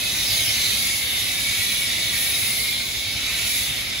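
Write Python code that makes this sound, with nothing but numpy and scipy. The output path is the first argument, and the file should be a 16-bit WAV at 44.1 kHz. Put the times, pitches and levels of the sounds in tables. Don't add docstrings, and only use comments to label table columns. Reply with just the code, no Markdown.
import sys
import numpy as np
from scipy import signal
from scipy.fft import rfft, irfft, next_fast_len
from scipy.io import wavfile
from scipy.ndimage import uniform_filter1d, map_coordinates

SR = 44100
rng = np.random.default_rng(int(sys.argv[2]) if len(sys.argv) > 2 else 0)


def transcribe(u):
    v = np.clip(np.atleast_2d(u).T, -1, 1)
    q = np.round(v * 32767).astype(np.int16)
    wavfile.write(sys.argv[1], SR, q)


N = 176400
TIME = np.arange(N) / SR


def amp(db):
    return 10 ** (np.asarray(db) / 20)


def unit_rms(x):
    return x / np.sqrt(np.mean(x ** 2) + 1e-20)


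def along(points, hz):
    freqs, values = np.transpose(points)
    return np.interp(np.log(hz + 1), np.log(freqs + 1), values)


def automation(rows, at=TIME):
    times, *columns = np.transpose(rows)
    return [np.interp(at, times, column) for column in columns]


def wobble(rate_hz):
    return map_coordinates(rng.standard_normal(1024), [TIME * rate_hz], mode="wrap")


def filtered(x, response):
    size = next_fast_len(N + SR // 4)
    return irfft(rfft(x, size) * response(np.fft.rfftfreq(size, 1 / SR)), size)[..., :N]


def steady(x):
    power = uniform_filter1d(np.mean(x ** 2, axis=0), size=6000)
    return x / unit_rms(np.sqrt(np.abs(power)))


def moving_bell(x, track, width_hz):
    hz, times, bins = signal.stft(x, SR, nperseg=1024, noverlap=768)
    centre_hz, boost_db = automation(track, times)
    bell = np.exp(-((hz[:, None] - centre_hz) / width_hz) ** 2)
    return signal.istft(bins * amp(boost_db * bell), SR, nperseg=1024, noverlap=768)[1][:, :N]


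# (frequency [Hz], likeness [0-1])
MIC_LIKENESS = [(60, .99), (200, .95), (450, .36), (750, .46), (1000, .2), (2000, .6), (3200, .08),
                (4000, .58), (4600, .45), (5050, .1), (6400, .68), (7100, .28), (8400, .97), (11000, .92),
                (12400, .9), (13500, .99), (15400, .9)]
# (frequency [Hz], lag of the left [rad])
MIC_LAG = [(60, .1), (500, .3), (900, -.5), (1400, .9), (2100, .4), (4600, .25), (4900, .3), (5200, 2.6),
           (5800, 1.6), (6300, .2), (6900, .3), (7600, 2.1), (8600, 3.14), (9600, 4.7), (10600, 6.1),
           (11500, 6.4), (12400, 8.1), (13200, 9.4), (14200, 9.6), (14700, 11.6), (15400, 12.5)]
# (frequency [Hz], left minus right [dB])
MIC_BALANCE = [(60, -1.5), (110, -4), (380, -1), (1000, 0.5), (2300, -0.1), (3700, -1.5), (5200, -4),
               (6500, -0.5), (8100, -1), (15000, 0.5)]
def stereo_noise(spectrum, patchy_db):
    bins = signal.stft(rng.standard_normal((2, N)), nperseg=2048)[2]
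    patches = uniform_filter1d(rng.standard_normal(bins.shape[1:]), size=3, axis=0)
    patches = uniform_filter1d(patches, size=8, axis=1)
    noise = signal.istft(bins * amp(patchy_db * unit_rms(patches)), nperseg=2048)[1][:, :N]

    def colour_and_width(hz):
        angle = np.arccos(np.clip(along(MIC_LIKENESS, hz), 0, 1)) / 2
        return amp(along(spectrum, hz)) * [np.cos(angle), np.sin(angle)]

    def balance_and_lag(hz):
        split = np.array([[.5], [-.5]])
        return amp(split * along(MIC_BALANCE, hz)) * np.exp(-1j * split * along(MIC_LAG, hz))

    mid, side = filtered(noise, colour_and_width)
    return unit_rms(filtered(np.array([mid + side, mid - side]), balance_and_lag))


# (time [s], delay [ms], strength [0-1])
FLOOR_BOUNCE = [(0, 3.6, .3), (.3, 3.1, 0.02), (.45, 3.23, 0.35), (.65, 3.5, 0.4), (.9, 3.73, 0.6),
                (1.05, 3.2, 0.05), (1.3, 3.44, 0.33), (1.58, 3.6, 0.6), (1.7, 3.51, 0.3), (1.85, 3.55, 0.5),
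                (1.98, 3.93, 0.45), (2.3, 4.4, 0.2), (2.55, 4.76, 0.34), (2.8, 4.6, 0.26),
                (3.05, 4.54, 0.2), (3.3, 4.6, 0.45), (3.6, 4.05, 0.3), (4, 4.5, 0.2)]
def floor_comb(hiss):
    delay_ms, strength = automation(FLOOR_BOUNCE)
    read_at = (TIME - delay_ms / 1000) * SR
    return hiss + strength * np.array([map_coordinates(channel, [read_at]) for channel in hiss])


# (time [s], centre [Hz], boost [dB])
HOLLOW_RESONANCE = [(0, 2200, 5), (.3, 2210, 2.5), (.44, 2260, 7), (.54, 2110, 6), (.72, 2160, 4),
                    (.9, 2210, 11.5), (1.05, 2200, 4), (1.25, 2320, 4), (1.5, 2230, 10), (1.75, 2290, 4.5),
                    (2.0, 2210, 7.5), (2.25, 2230, 6.5), (2.52, 2175, 6), (2.7, 2200, 9), (2.78, 2270, 7),
                    (2.95, 2240, 5.5), (3.25, 2350, 6), (3.45, 2240, 4), (3.75, 2190, 5.5), (4, 2200, 3)]
# (time [s], centre [Hz], boost [dB])
MAIN_RESONANCE = [(0, 3920, 6), (.3, 3750, 3), (.48, 3730, 2), (.57, 3900, 4), (.73, 3920, 5.5),
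                  (.85, 3530, 5), (1.0, 3630, 3.5), (1.3, 3680, 4), (1.55, 3830, 3.5), (1.72, 3930, 3.5),
                  (2.02, 3580, 3.5), (2.4, 3740, 3), (2.65, 3930, 1.5), (3.0, 3800, 5.5), (3.5, 3800, 4.5),
                  (3.68, 3580, 4), (3.85, 3900, 3.5), (4, 3700, 5)]
def spray_resonances(hiss):
    hiss = moving_bell(hiss, HOLLOW_RESONANCE, width_hz=146)
    return moving_bell(hiss, MAIN_RESONANCE, width_hz=254)


# (frequency [Hz], relative level [dB])
JET_SPECTRUM = [(300, -37), (1000, -23.5), (1550, -16.5), (1850, -9.5), (2050, -4.5), (2400, -4.5),
                (2750, -6.5), (3100, -5), (3450, -2.5), (3750, -2.5), (4150, -3.5), (4650, -7), (5100, -6),
                (5700, -9), (6300, -8.5), (7400, -11.5), (8400, -10.5), (9500, -8), (11300, -8),
                (12400, -12.5), (13300, -11), (14400, -18.5), (15600, -13.5)]
JET_BANDS = [2300, 3500, 4500, 6400, 9500]
# (time [s], low resonance [dB], main resonance [dB], upper shoulder [dB], treble [dB], top fizz [dB])
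BAND_FADERS = [(0.0, -33, -29.5, -32, -34.9, -31), (0.15, -32, -30.5, -30.4, -31.5, -30.5),
               (0.32, -33, -28, -25.5, -30, -28.5), (0.45, -28.7, -27, -29.5, -31, -27.5),
               (0.55, -30.0, -28.5, -27, -28, -28.4), (0.7, -30.5, -27.0, -26, -31, -27.6),
               (0.8, -32.4, -29, -28.5, -31.5, -27.5), (0.88, -28.5, -29.5, -29, -32.5, -28.5),
               (0.97, -30.5, -32.5, -30.5, -31.5, -28), (1.06, -32, -28, -33, -36.5, -31.5),
               (1.2, -31.5, -28.5, -30.5, -34.5, -28.5), (1.35, -30.5, -29, -34, -34, -31.0),
               (1.5, -29.0, -29, -30, -32, -28), (1.75, -30, -29, -30.8, -33, -28),
               (2.02, -30.1, -28.5, -30.5, -33.5, -32.8), (2.22, -30.5, -29, -31.5, -33.5, -25.5),
               (2.45, -30, -30.1, -31.5, -33.5, -26.5), (2.62, -30.5, -31, -30, -35, -27),
               (2.74, -31, -28.5, -30.5, -36.5, -32.5), (2.87, -34.5, -32, -33.6, -35.5, -34),
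               (3.1, -33, -31, -31.5, -37, -35.3), (3.32, -29.5, -30.1, -31, -34.3, -34.0),
               (3.56, -31.0, -30, -30.5, -30.5, -25.5), (3.72, -32.5, -29.6, -35.5, -36.5, -33),
               (3.86, -32.5, -35, -33, -38, -36.9), (4.0, -33.8, -30, -36, -37.5, -39)]
JET_DB, FLUTTER_DB = -22, 0.69
def jet():
    hiss = floor_comb(stereo_noise(JET_SPECTRUM, patchy_db=2.9))
    hiss = wheel_arch_swish(spray_resonances(hiss))
    out = np.zeros((2, N))
    for level_db, share in zip(automation(BAND_FADERS), np.eye(len(JET_BANDS))):
        crossover = list(zip(JET_BANDS, share))
        band = filtered(hiss, lambda hz: np.sin(np.pi / 2 * along(crossover, hz)) ** 2)
        out += steady(band) * unit_rms(amp(level_db + FLUTTER_DB * wobble(24.93)))
    return amp(JET_DB) * out


# (time [s], relative level [dB])
FOAM_FADER = [(0, -42), (.35, -41.5), (.65, -42.5), (1.0, -44.5), (1.4, -44), (1.9, -43.5), (2.3, -43.5),
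              (2.8, -45), (3.3, -45), (4, -45)]
# (frequency [Hz], relative level [dB])
FOAM_SPECTRUM = [(10, -60), (60, -33), (150, 1), (280, 1.5), (370, -3.5), (440, -3.5), (560, -2.5),
                 (730, -1.5), (940, -7.5), (1300, -7.5), (2000, -23), (4000, -41)]
FOAM_TRIM_DB = 1.5
def foam_wash():
    level_db, = automation(FOAM_FADER)
    return amp(level_db + FOAM_TRIM_DB) * stereo_noise(FOAM_SPECTRUM, patchy_db=1.5)


DROPS_PER_S, DROPS_DB, DROP_SPREAD_DB = 970, -43.5, 2.5
DROP_CENTRE_HZ, DROP_DECAY_CYCLES = 4130, 3.9
def droplets():
    draws = rng.random((int(DROPS_PER_S * N / SR), 4))
    start, size_rank, pitch, pan = draws.T[:, :, None]
    age = np.arange(128)
    cycles = DROP_CENTRE_HZ * 2 ** (2 * pitch - 1) * age / SR
    strength = amp(-DROP_SPREAD_DB * np.log(np.maximum(size_rank, np.exp(-6))))
    rings = strength * np.sin(2 * np.pi * cycles) * np.exp(-cycles / DROP_DECAY_CYCLES)
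    at = ((start * N).astype(int) + age).ravel()
    patter = [np.bincount(at, (rings * np.sqrt(share)).ravel(), N)[:N] for share in (pan, 1 - pan)]
    return amp(DROPS_DB) * unit_rms(np.array(patter))


# (time [s], relative level [dB])
PUMP_FADER = [(0, -44.5), (.22, -40), (.32, -37.5), (.55, -39.5), (.7, -40), (1, -42.5), (1.9, -42.5),
              (2.35, -41), (2.8, -43), (3.2, -41), (3.55, -41), (3.8, -39.5), (4, -43.5)]
# (frequency [Hz], relative level [dB])
PUMP_SPECTRUM = [(10, -60), (22, -31), (33, -20), (44, -6), (55, 0.5), (66, 1), (78, -4.5), (95, 0.5),
                 (110, 2), (130, -5.5), (150, -7.5), (175, -15), (300, -23), (600, -66)]
STROKE_HZ, FIRST_CREST_S, THROB_DB = 10.89, .039, 2.5
PUMP_TRIM_DB, THUMP_MIX_DB, THUMP_SMEAR_RAD = -1, -6.5, 0.81
def pump():
    level_db, = automation(PUMP_FADER)
    stroke_phase = 2 * np.pi * STROKE_HZ * (TIME - FIRST_CREST_S)
    thump = np.zeros(N)
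    for harmonic in range(3, 16):
        phase = harmonic * stroke_phase + THUMP_SMEAR_RAD * rng.normal()
        thump += amp(along(PUMP_SPECTRUM, harmonic * STROKE_HZ)) * np.cos(phase)
    rumble = steady(stereo_noise(PUMP_SPECTRUM, patchy_db=-0.5))
    throb = unit_rms(rumble * amp(THROB_DB * np.cos(stroke_phase)))
    pan_db = np.array([[-1.5], [1.5]])
    return amp(level_db + PUMP_TRIM_DB) * (throb + amp(THUMP_MIX_DB + pan_db) * unit_rms(thump))


# (harmonic [number], level [dB])
SHAFT_HARMONICS = [(6, -72), (8, -62), (9, -75), (10, -63.5), (12, -60)]
# (frequency [Hz], level [dB])
HOUSING_TONES = [(227, -55.5), (324.4, -58), (359.2, -62.5)]
SHAFT_HZ = 47.88
def motor():
    shaft_tones = [(round(harmonic) * SHAFT_HZ, db) for harmonic, db in SHAFT_HARMONICS]
    out = np.zeros((2, N))
    for hz, db in shaft_tones + HOUSING_TONES:
        phase = 2 * np.pi * (hz * TIME + rng.random()) + 0.26 * wobble(2.93)
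        mic_phase = rng.normal(0, 1.0, (2, 1))
        out += np.sqrt(2) * amp(db + wobble(1.57)) * np.sin(phase + mic_phase)
    return out


# (time [s], centre [Hz], boost [dB])
LOWER_SWISH = [(.12, 5900, 0), (.24, 5400, 3.5), (.31, 4850, 3.5), (.38, 4150, 2.5), (.45, 3100, 5),
               (.5, 3000, 1.5), (.55, 4350, 3), (.66, 4200, 2.5), (.74, 4500, 4.5), (.92, 4800, 2),
               (1.02, 5000, 0)]
# (time [s], centre [Hz], boost [dB])
UPPER_SWISH = [(.29, 6900, -3.5), (.35, 6600, 9.5), (.41, 6500, 10), (.48, 5400, 7), (.57, 6300, 6),
               (.68, 6000, 3), (.9, 6300, 2.5), (1.02, 6300, -0.5)]
def wheel_arch_swish(hiss):
    for track in LOWER_SWISH, UPPER_SWISH:
        hiss = unit_rms(moving_bell(hiss, track, width_hz=380))
    return hiss


def scene():
    return jet() + foam_wash() + droplets() + pump() + motor()


HIGH_CUT_HZ = 15750
def record(dry):
    return filtered(dry, lambda hz: hz < HIGH_CUT_HZ)


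dry = scene()
out = record(dry)
transcribe(out)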